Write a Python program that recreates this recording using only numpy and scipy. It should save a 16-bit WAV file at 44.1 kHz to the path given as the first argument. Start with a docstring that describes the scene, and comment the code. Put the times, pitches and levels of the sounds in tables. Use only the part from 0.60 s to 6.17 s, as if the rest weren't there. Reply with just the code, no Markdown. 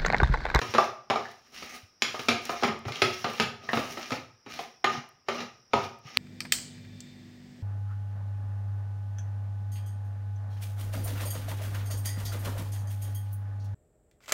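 """A spoon drags and knocks through thick batter in a hand-held steel bowl, in quick uneven strokes.
Knocks are noise bursts shaped by register and rung through decaying bowl modes in a small tiled kitchen.
Drags are click trains coloured as scraping steel, squelching batter and fizzing bubbles; air pockets pop
as gliding, fluttering sines. The bowl now and then bumps on the counter in a few low cycles.
Rare close ticks are short noise clicks, and faint filtered noise hisses under it all."""
import sys
import numpy as np
from scipy import signal
from scipy.fft import rfft, irfft
from scipy.io import wavfile

SR = 44100
rng = np.random.default_rng(int(sys.argv[2]) if len(sys.argv) > 2 else 0)


def dump_mix(stems):
    """Bounce the given channels to the path in sys.argv[1] as a 16-bit WAV at rate SR."""
    frames = np.atleast_2d(stems).T  # one column per channel
    limited = np.clip(frames, -1, 1)  # hard clip at full scale
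    pcm = np.round(limited * 32767).astype(np.int16)
    wavfile.write(sys.argv[1], SR, pcm)


N = 245764
TIME = np.arange(N) / SR

# edges of the five knock registers, thud, low body, wall ring, clink, tick: edge_hz
REGISTER_EDGES_HZ = [120, 450, 1000, 1500, 2900, 7500]


def undb(db):
    """Decibels to gain."""
    return 10 ** (np.asarray(db) / 20)


def unit(x):
    """Scale to rms 1."""
    return x / np.sqrt(np.mean(x ** 2))


def lookup(points, hz):
    """Read (Hz, value) points on a log-frequency axis."""
    f, value = np.transpose(points)
    return np.interp(np.log(np.maximum(hz, 1)), np.log(f), value)


def colour(x, points, size=4096):
    """Causal minimum-phase filter with the gain of (Hz, dB) points."""
    log_gain = np.log(undb(lookup(points, np.fft.rfftfreq(size, 1 / SR))))
    cepstrum = irfft(log_gain)
    # fold the cepstrum onto positive time
    cepstrum[1:size // 2] *= 2
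    cepstrum[size // 2 + 1:] = 0
    impulse = irfft(np.exp(rfft(cepstrum)))
    return signal.fftconvolve(x, impulse)[:len(x)]


def add(track, s, sound):
    """Mix a sound into the track at time s."""
    start = int(s * SR)
    track[start:start + len(sound)] += sound[:max(N - start, 0)]


def grains(per_second, spread_db):
    """Random clicks of uneven size, rms 1."""
    hits = rng.random(N) < per_second / SR
    sizes = rng.standard_normal(N) * undb(spread_db * rng.standard_normal(N))
    return unit(hits * sizes)


def ragged(per_second, spread_db):
    """A gain that wanders at random."""
    marks = np.arange(0, N, SR / per_second)
    return undb(spread_db * np.interp(np.arange(N), marks, rng.standard_normal(len(marks))))


def kitchen(x, wet_db=-1, first_echo_s=0.00067, build_s=0.0019, size=32768):
    """Close tiled walls answer within milliseconds and leave a short noise tail, decaying by band."""
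    # kitchen reverberation: centre_hz, t60_s
    decay_times = [(100, 0.65), (260, 0.33), (700, 0.42), (1840, 0.4), (4850, 0.39), (12800, 0.33)]
    t, tail = TIME[:size], 0
    hz, noise = np.fft.rfftfreq(size, 1 / SR), rfft(rng.standard_normal(size))
    centres, t60s = np.transpose(decay_times)
    for share, t60 in zip(np.eye(len(centres)), t60s):
        band = irfft(noise * lookup(np.column_stack([centres, share]), hz))
        tail = tail + band * np.exp(-np.log(1000) * t / t60)
    tail = tail * (1 - np.exp(-np.maximum(t - first_echo_s, 0) / build_s))
    wet = signal.fftconvolve(x, tail / np.linalg.norm(tail))[:len(x)]
    return x + undb(wet_db) * wet


def bowl(force, ring_db=-17.0, load_shift=.016):
    """The wall passes each push on and rings briefly; the shifting batter detunes its modes a little."""
    # modes of the filled bowl: nominal_hz, relative_db, t60_s
    modes = [(232.8, 0.5, 0.13), (371.6, -10, 0.44), (398.2, -13, 0.27), (643, -33, 0.24),
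             (705, -9.5, 0.15), (805, -12, 0.067), (890, -23.5, 0.56), (1266, -7, 0.074), (1300, -10, 0.36),
             (1251, -1.5, 0.089), (1197, -3, 0.18), (2165, -12, 0.17), (2360, -9, 0.057),
             (3130, -27.5, 0.25)]
    t, ring = TIME[:SR // 2], 0
    for hz, db, t60 in modes:
        detuned_hz = hz * (1 + load_shift * rng.standard_normal())
        mode = np.cos(2 * np.pi * detuned_hz * t) * np.exp(-np.log(1000) * t / t60)
        ring = ring + undb(db) * mode / np.linalg.norm(mode)
    return force + undb(ring_db) * signal.fftconvolve(force, ring)[:len(force)]


def hiss(floor_db=-70.5, sizzle_db=-67.5):
    """Faint even noise of the still kitchen, with a narrow treble sizzle that wavers slightly."""
    # colour of the still kitchen: freq_hz, relative_db
    floor_colour = [(30, -12), (100, 0), (200, -5), (400, -5), (800, -10), (1250, -8), (2600, -14),
                    (4200, -24), (7200, -31), (8200, -37), (15000, -38)]
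    sizzle_colour = [(4300, -30), (4900, -6), (5600, 0), (5850, -3), (6250, -35)]
    floor = unit(colour(rng.standard_normal(N), floor_colour))
    sizzle = unit(colour(rng.standard_normal(N), sizzle_colour))
    waver = ragged(per_second=6, spread_db=1.5)
    return undb(floor_db) * floor + undb(sizzle_db) * waver * sizzle


def close_ticks(decay_s=0.00056, skirt_db=-14, size=2048):
    """Single tiny band-coloured noise clicks, too near and faint to stir the room."""
    # small dry ticks: start_s, centre_hz, peak_db
    ticks = [(1.854, 4730, -23), (2.191, 7500, -43), (4.49, 10100, -43), (5.389, 2000, -49)]
    out = np.zeros(N)
    for s, hz, db in ticks:
        click = rng.standard_normal(size) * np.exp(-TIME[:size] / decay_s)
        click = colour(click, [(hz / 2, skirt_db), (hz, 0), (hz * 2, skirt_db)])
        add(out, s, undb(db) * click / np.abs(click).max())
    return out


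def bumps(rise_s=0.011):
    """Cushioned contacts of bowl and counter give a few low cycles that swell and die."""
    # soft bumps: start_s, pitch_hz, envelope_peak_db
    contacts = [(0.088, 107.5, -37.5), (1.228, 95, -47), (2.26, 111, -28.5), (2.298, 124, -34),
                (4.373, 135, -36), (5.449, 131, -41)]
    out, t = np.zeros(N), TIME[:SR // 3]
    age = t / rise_s
    swell = age ** 2 * np.exp(2 * (1 - age))
    for s, hz, db in contacts:
        add(out, s, undb(db) * swell * np.sin(2 * np.pi * hz * t))
    return out


def pockets(glide=0.03, rough=0.85, ring_cycles=48):
    """Trapped air rings for a moment, rising a little as the pocket opens."""
    # air pockets popping in the batter: start_s, nominal_pitch_hz, level_db before flutter and room
    pops = [(0.184, 1175, -15.5), (0.505, 793, -14), (0.652, 1750, -29.5), (3.09, 1825, -19),
            (3.992, 747, -27), (4.242, 1826, -13.5), (5.136, 939, -12.5)]
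    out, t = np.zeros(N), TIME[:SR // 5]
    for s, hz, db in pops:
        t60 = ring_cycles / hz
        pitch_hz = hz * (1 + glide * (np.minimum(t / t60, 1) - .3))
        phase = 2 * np.pi * np.cumsum(pitch_hz) / SR
        flutter = 1 + rough * unit(colour(rng.standard_normal(len(t)), [(300, 5), (1500, -71)]))
        envelope = np.tanh(t * hz / 2) * np.exp(-np.log(1000) * t / t60)
        add(out, s, undb(db) * np.sin(phase) * flutter * envelope)
    return kitchen(out, wet_db=-4)


def drag(squelch_db=-17, scrape_db=-4.0, fizz_db=-7, grit_db=-12, catch_db=2.5, grip_s=0.022, release_s=0.011):
    """The batter folds with coarse pops, steel slips in tiny catches and lone ticks, fine bubbles burst."""
    # spoon drawn through the batter: start_s, end_s, level_db before the layer gains, depth (0-1)
    draws = [(0, 0.27, -44, 0.33), (0.527, 0.722, -53.5, 0.4), (0.727, 0.95, -66, 0.2),
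             (0.942, 1.179, -45, 0), (1.432, 1.715, -48.5, 0), (1.814, 2.078, -43, 0.15),
             (2.261, 2.455, -46, 0.2), (2.434, 2.84, -44.5, 0.07), (3.024, 3.087, -50.5, 1),
             (3.096, 3.338, -43, 0), (3.354, 3.569, -43.5, 0.36), (3.887, 4.047, -46, 0.38),
             (4.277, 4.387, -41, 0.98), (4.699, 4.839, -42.5, 0.9), (5.142, 5.264, -42.5, 1),
             (5.448, 5.6, -50.5, 0.76)]
    # colours of scraping steel, squelching batter, fizzing bubbles: freq_hz, relative_db
    scrape_colour = [(700, -9), (1250, -6), (1700, 3.5), (2500, 5), (4400, -1), (5500, 3.5), (6900, -5.5),
                     (8200, -49), (12000, -27)]
    squelch_colour = [(70, -57), (130, 10.5), (180, 3), (235, 3.5), (370, 5), (550, 2), (800, 7),
                      (1050, -5), (1260, 3.5), (1700, -21), (3000, -33)]
    fizz_colour = [(6500, 1), (8000, -9), (9500, -3.5), (12500, -10), (15000, -3.5)]
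    # a deep spoon squelches, a shallow one fizzes
    squelch_db_per_depth, fizz_db_per_depth = 12.5, -12

    start, end, db, depth = np.transpose(draws)[:, :, None]
    onset = 1 + np.tanh((TIME - start) / grip_s)
    offset = 1 + np.tanh((end - TIME) / release_s)
    strokes = undb(db) * onset * offset / 4
    scrape = strokes.sum(axis=0)
    squelch = np.sum(strokes * undb(squelch_db_per_depth * depth), axis=0)
    fizz = np.sum(strokes * undb(fizz_db_per_depth * depth), axis=0)

    # as the spoon travels, different parts of the wall take up the rubbing
    rub = 0
    for hz in 1000 * np.sqrt(2) ** np.arange(7):
        grip = ragged(per_second=35, spread_db=2.3)
        catches = grains(per_second=3500, spread_db=1)
        rub = rub + grip * colour(catches, [(hz / 2, -30), (hz, 0), (hz * 2, -30)])
    ticks = grains(per_second=68, spread_db=-1.5)
    bubbles = grains(per_second=2200, spread_db=3) * ragged(per_second=25, spread_db=3)
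    lumps = ragged(per_second=25, spread_db=2.5)
    pops = grains(per_second=1600, spread_db=4.5)

    batter = squelch * lumps * undb(squelch_db) * unit(colour(pops, squelch_colour))
    rubbing = undb(scrape_db) * unit(colour(rub, scrape_colour))
    grit = undb(grit_db) * unit(colour(ticks, scrape_colour))
    bursting = fizz * undb(fizz_db) * unit(colour(bubbles, fizz_colour))
    sound = batter + scrape * (rubbing + grit) + bursting
    return kitchen(bowl(sound * ragged(per_second=70, spread_db=catch_db)), wet_db=-3.5)


def register_db(x, attack_s=.025):
    """Level of each register during the attack."""
    attack = x[:int(attack_s * SR)]
    power = 2 * np.abs(rfft(attack) / len(attack)) ** 2
    bins = (np.array(REGISTER_EDGES_HZ) * attack_s).astype(int)
    return 10 * np.log10(np.add.reduceat(power, bins)[:-1])


def knocks(strike_db=0.46, contact_db=3, contact_s=0.0018, settle=1.166, size=24000):
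    """Bare steel gives a sharp contact, batter a slap that swells; where the spoon lands sets the colour."""
    # spoon against bowl; bare steel is bright, trapped batter adds a hollow pock:
    # start_s, attack_level_db before strike_db, brightness_db_per_octave, pock_db
    strikes = [(0.0155, -39.5, 0, 2.5), (0.139, -39.5, .5, 5), (0.149, -35.5, -0.8, 5.5),
               (0.182, -33, -0.5, 13.5), (0.5, -36, 0, 3), (0.506, -39, -0.5, 7.5), (0.558, -44.5, .7, 17),
               (1.024, -50, 0.2, 0.5), (1.4212, -31.5, 3, -5), (1.544, -49.5, -0.6, 11.5),
               (1.594, -43.5, 0.3, 0), (1.685, -29.5, 1, -3), (1.6885, -30.5, 0.6, 0), (1.894, -42, 0, 9.5),
               (2.025, -42.5, -2.7, 9), (2.034, -34, 0.1, 7), (2.043, -34.5, -1.9, -2.5),
               (2.078, -41.5, -1.5, 1.5), (2.253, -48, -2.5, -0.5), (2.283, -46.5, -1.5, 6),
               (2.321, -47, 2.5, -3.5), (2.357, -50.5, 4, -5), (2.419, -26, 0.2, -1.3),
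               (2.6435, -37.5, -0.2, 6), (2.799, -29, 0.03, -1.1), (3.089, -47, -0.5, 7),
               (3.132, -34.5, -1.5, 4), (3.172, -37.5, -1.5, 4), (3.372, -47.5, -1.3, 6),
               (3.506, -51.5, 4, 15), (3.519, -38, -1.94, 1), (3.863, -53, -2.5, -0.5),
               (3.99, -46.5, 0.5, -1), (4.2435, -32.5, 0.7, 7), (4.685, -37, -.8, 5),
               (4.805, -49.5, 1.5, -4.5), (5.134, -32.5, -1.25, 8), (5.5716, -25, 3, -6.5)]
    # colour common to all knocks: freq_hz, relative_db
    knock_colour = [(40, -42), (62, -28), (90, -4.5), (125, 0), (175, -8), (235, -4), (400, 1.5),
                    (1000, -5), (1550, -4.5), (2600, 2.5), (3800, 4.5), (5500, 4), (6200, -4), (7000, -2),
                    (7500, -15), (8200, -22.5), (9600, -14.5), (15000, -26)]
    # balance of the registers in a plain knock: relative_db
    balance_db = [-0.34, -0.31, -0.74, 2.38, -1.43]
    pock_hz, pock_half_width_octaves = 903, 0.74
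    plain_db, plain_chatter_s, plain_bare = -36.5, 0.004, 0.43  # bare: bareness of the steel, 0-1
    # brighter blows have barer steel and settle sooner; loudness hardly matters
    edge_per_db, edge_per_brightness, bare_per_edge = 0.0008, 0.11, 0.34

    out, t = np.zeros(N), TIME[:size]
    edges = np.array(REGISTER_EDGES_HZ)
    centres = np.sqrt(edges[1:] * edges[:-1])
    octaves = np.log2(centres / np.median(centres))
    pock = np.exp(-(np.log2(centres / pock_hz) / pock_half_width_octaves) ** 4)
    for s, db, brightness, pock_db in strikes:
        levels_db = db + np.array(balance_db) + brightness * octaves + pock_db * pock
        edge = edge_per_db * (db - plain_db) + edge_per_brightness * brightness  # sharpness of the blow
        bare = np.clip(plain_bare + bare_per_edge * edge, 0, 1)
        age = t / (plain_chatter_s * np.exp(-edge))
        chatter = rng.standard_normal(size) * (bare + age) * np.exp(-settle * age)
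        contact = rng.standard_normal(size) * np.exp(-t / contact_s)
        slap = colour(chatter / np.linalg.norm(chatter), knock_colour)
        crack = colour(contact / np.linalg.norm(contact), knock_colour)
        # the bowl is tilted and turned between blows, so each meets the walls differently
        blow = kitchen(bowl(slap)) + bare * undb(contact_db) * kitchen(crack)
        # neighbouring registers overlap, so the energy is shared out among them twice
        for _ in range(2):
            blow = colour(blow, np.column_stack([centres, levels_db - register_db(blow)]))
        add(out, s, blow)
    return out * undb(strike_db)


def scene():
    """Bowl and spoon in the kitchen, one channel."""
    return (knocks() + pockets() + drag() + bumps() + close_ticks() + hiss())[None]


def record(dry, ceiling=.7, top_hz=15700):
    """Soft saturation rounds the loudest peaks, then a steep low-pass cuts the top."""
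    rounded = ceiling * np.tanh(dry / ceiling)
    low_pass = signal.ellip(10, .2, 80, top_hz, fs=SR, output="sos")  # .2 dB ripple, 80 dB stop band
    return signal.sosfilt(low_pass, rounded)


dry = scene()
out = record(dry)
dump_mix(out)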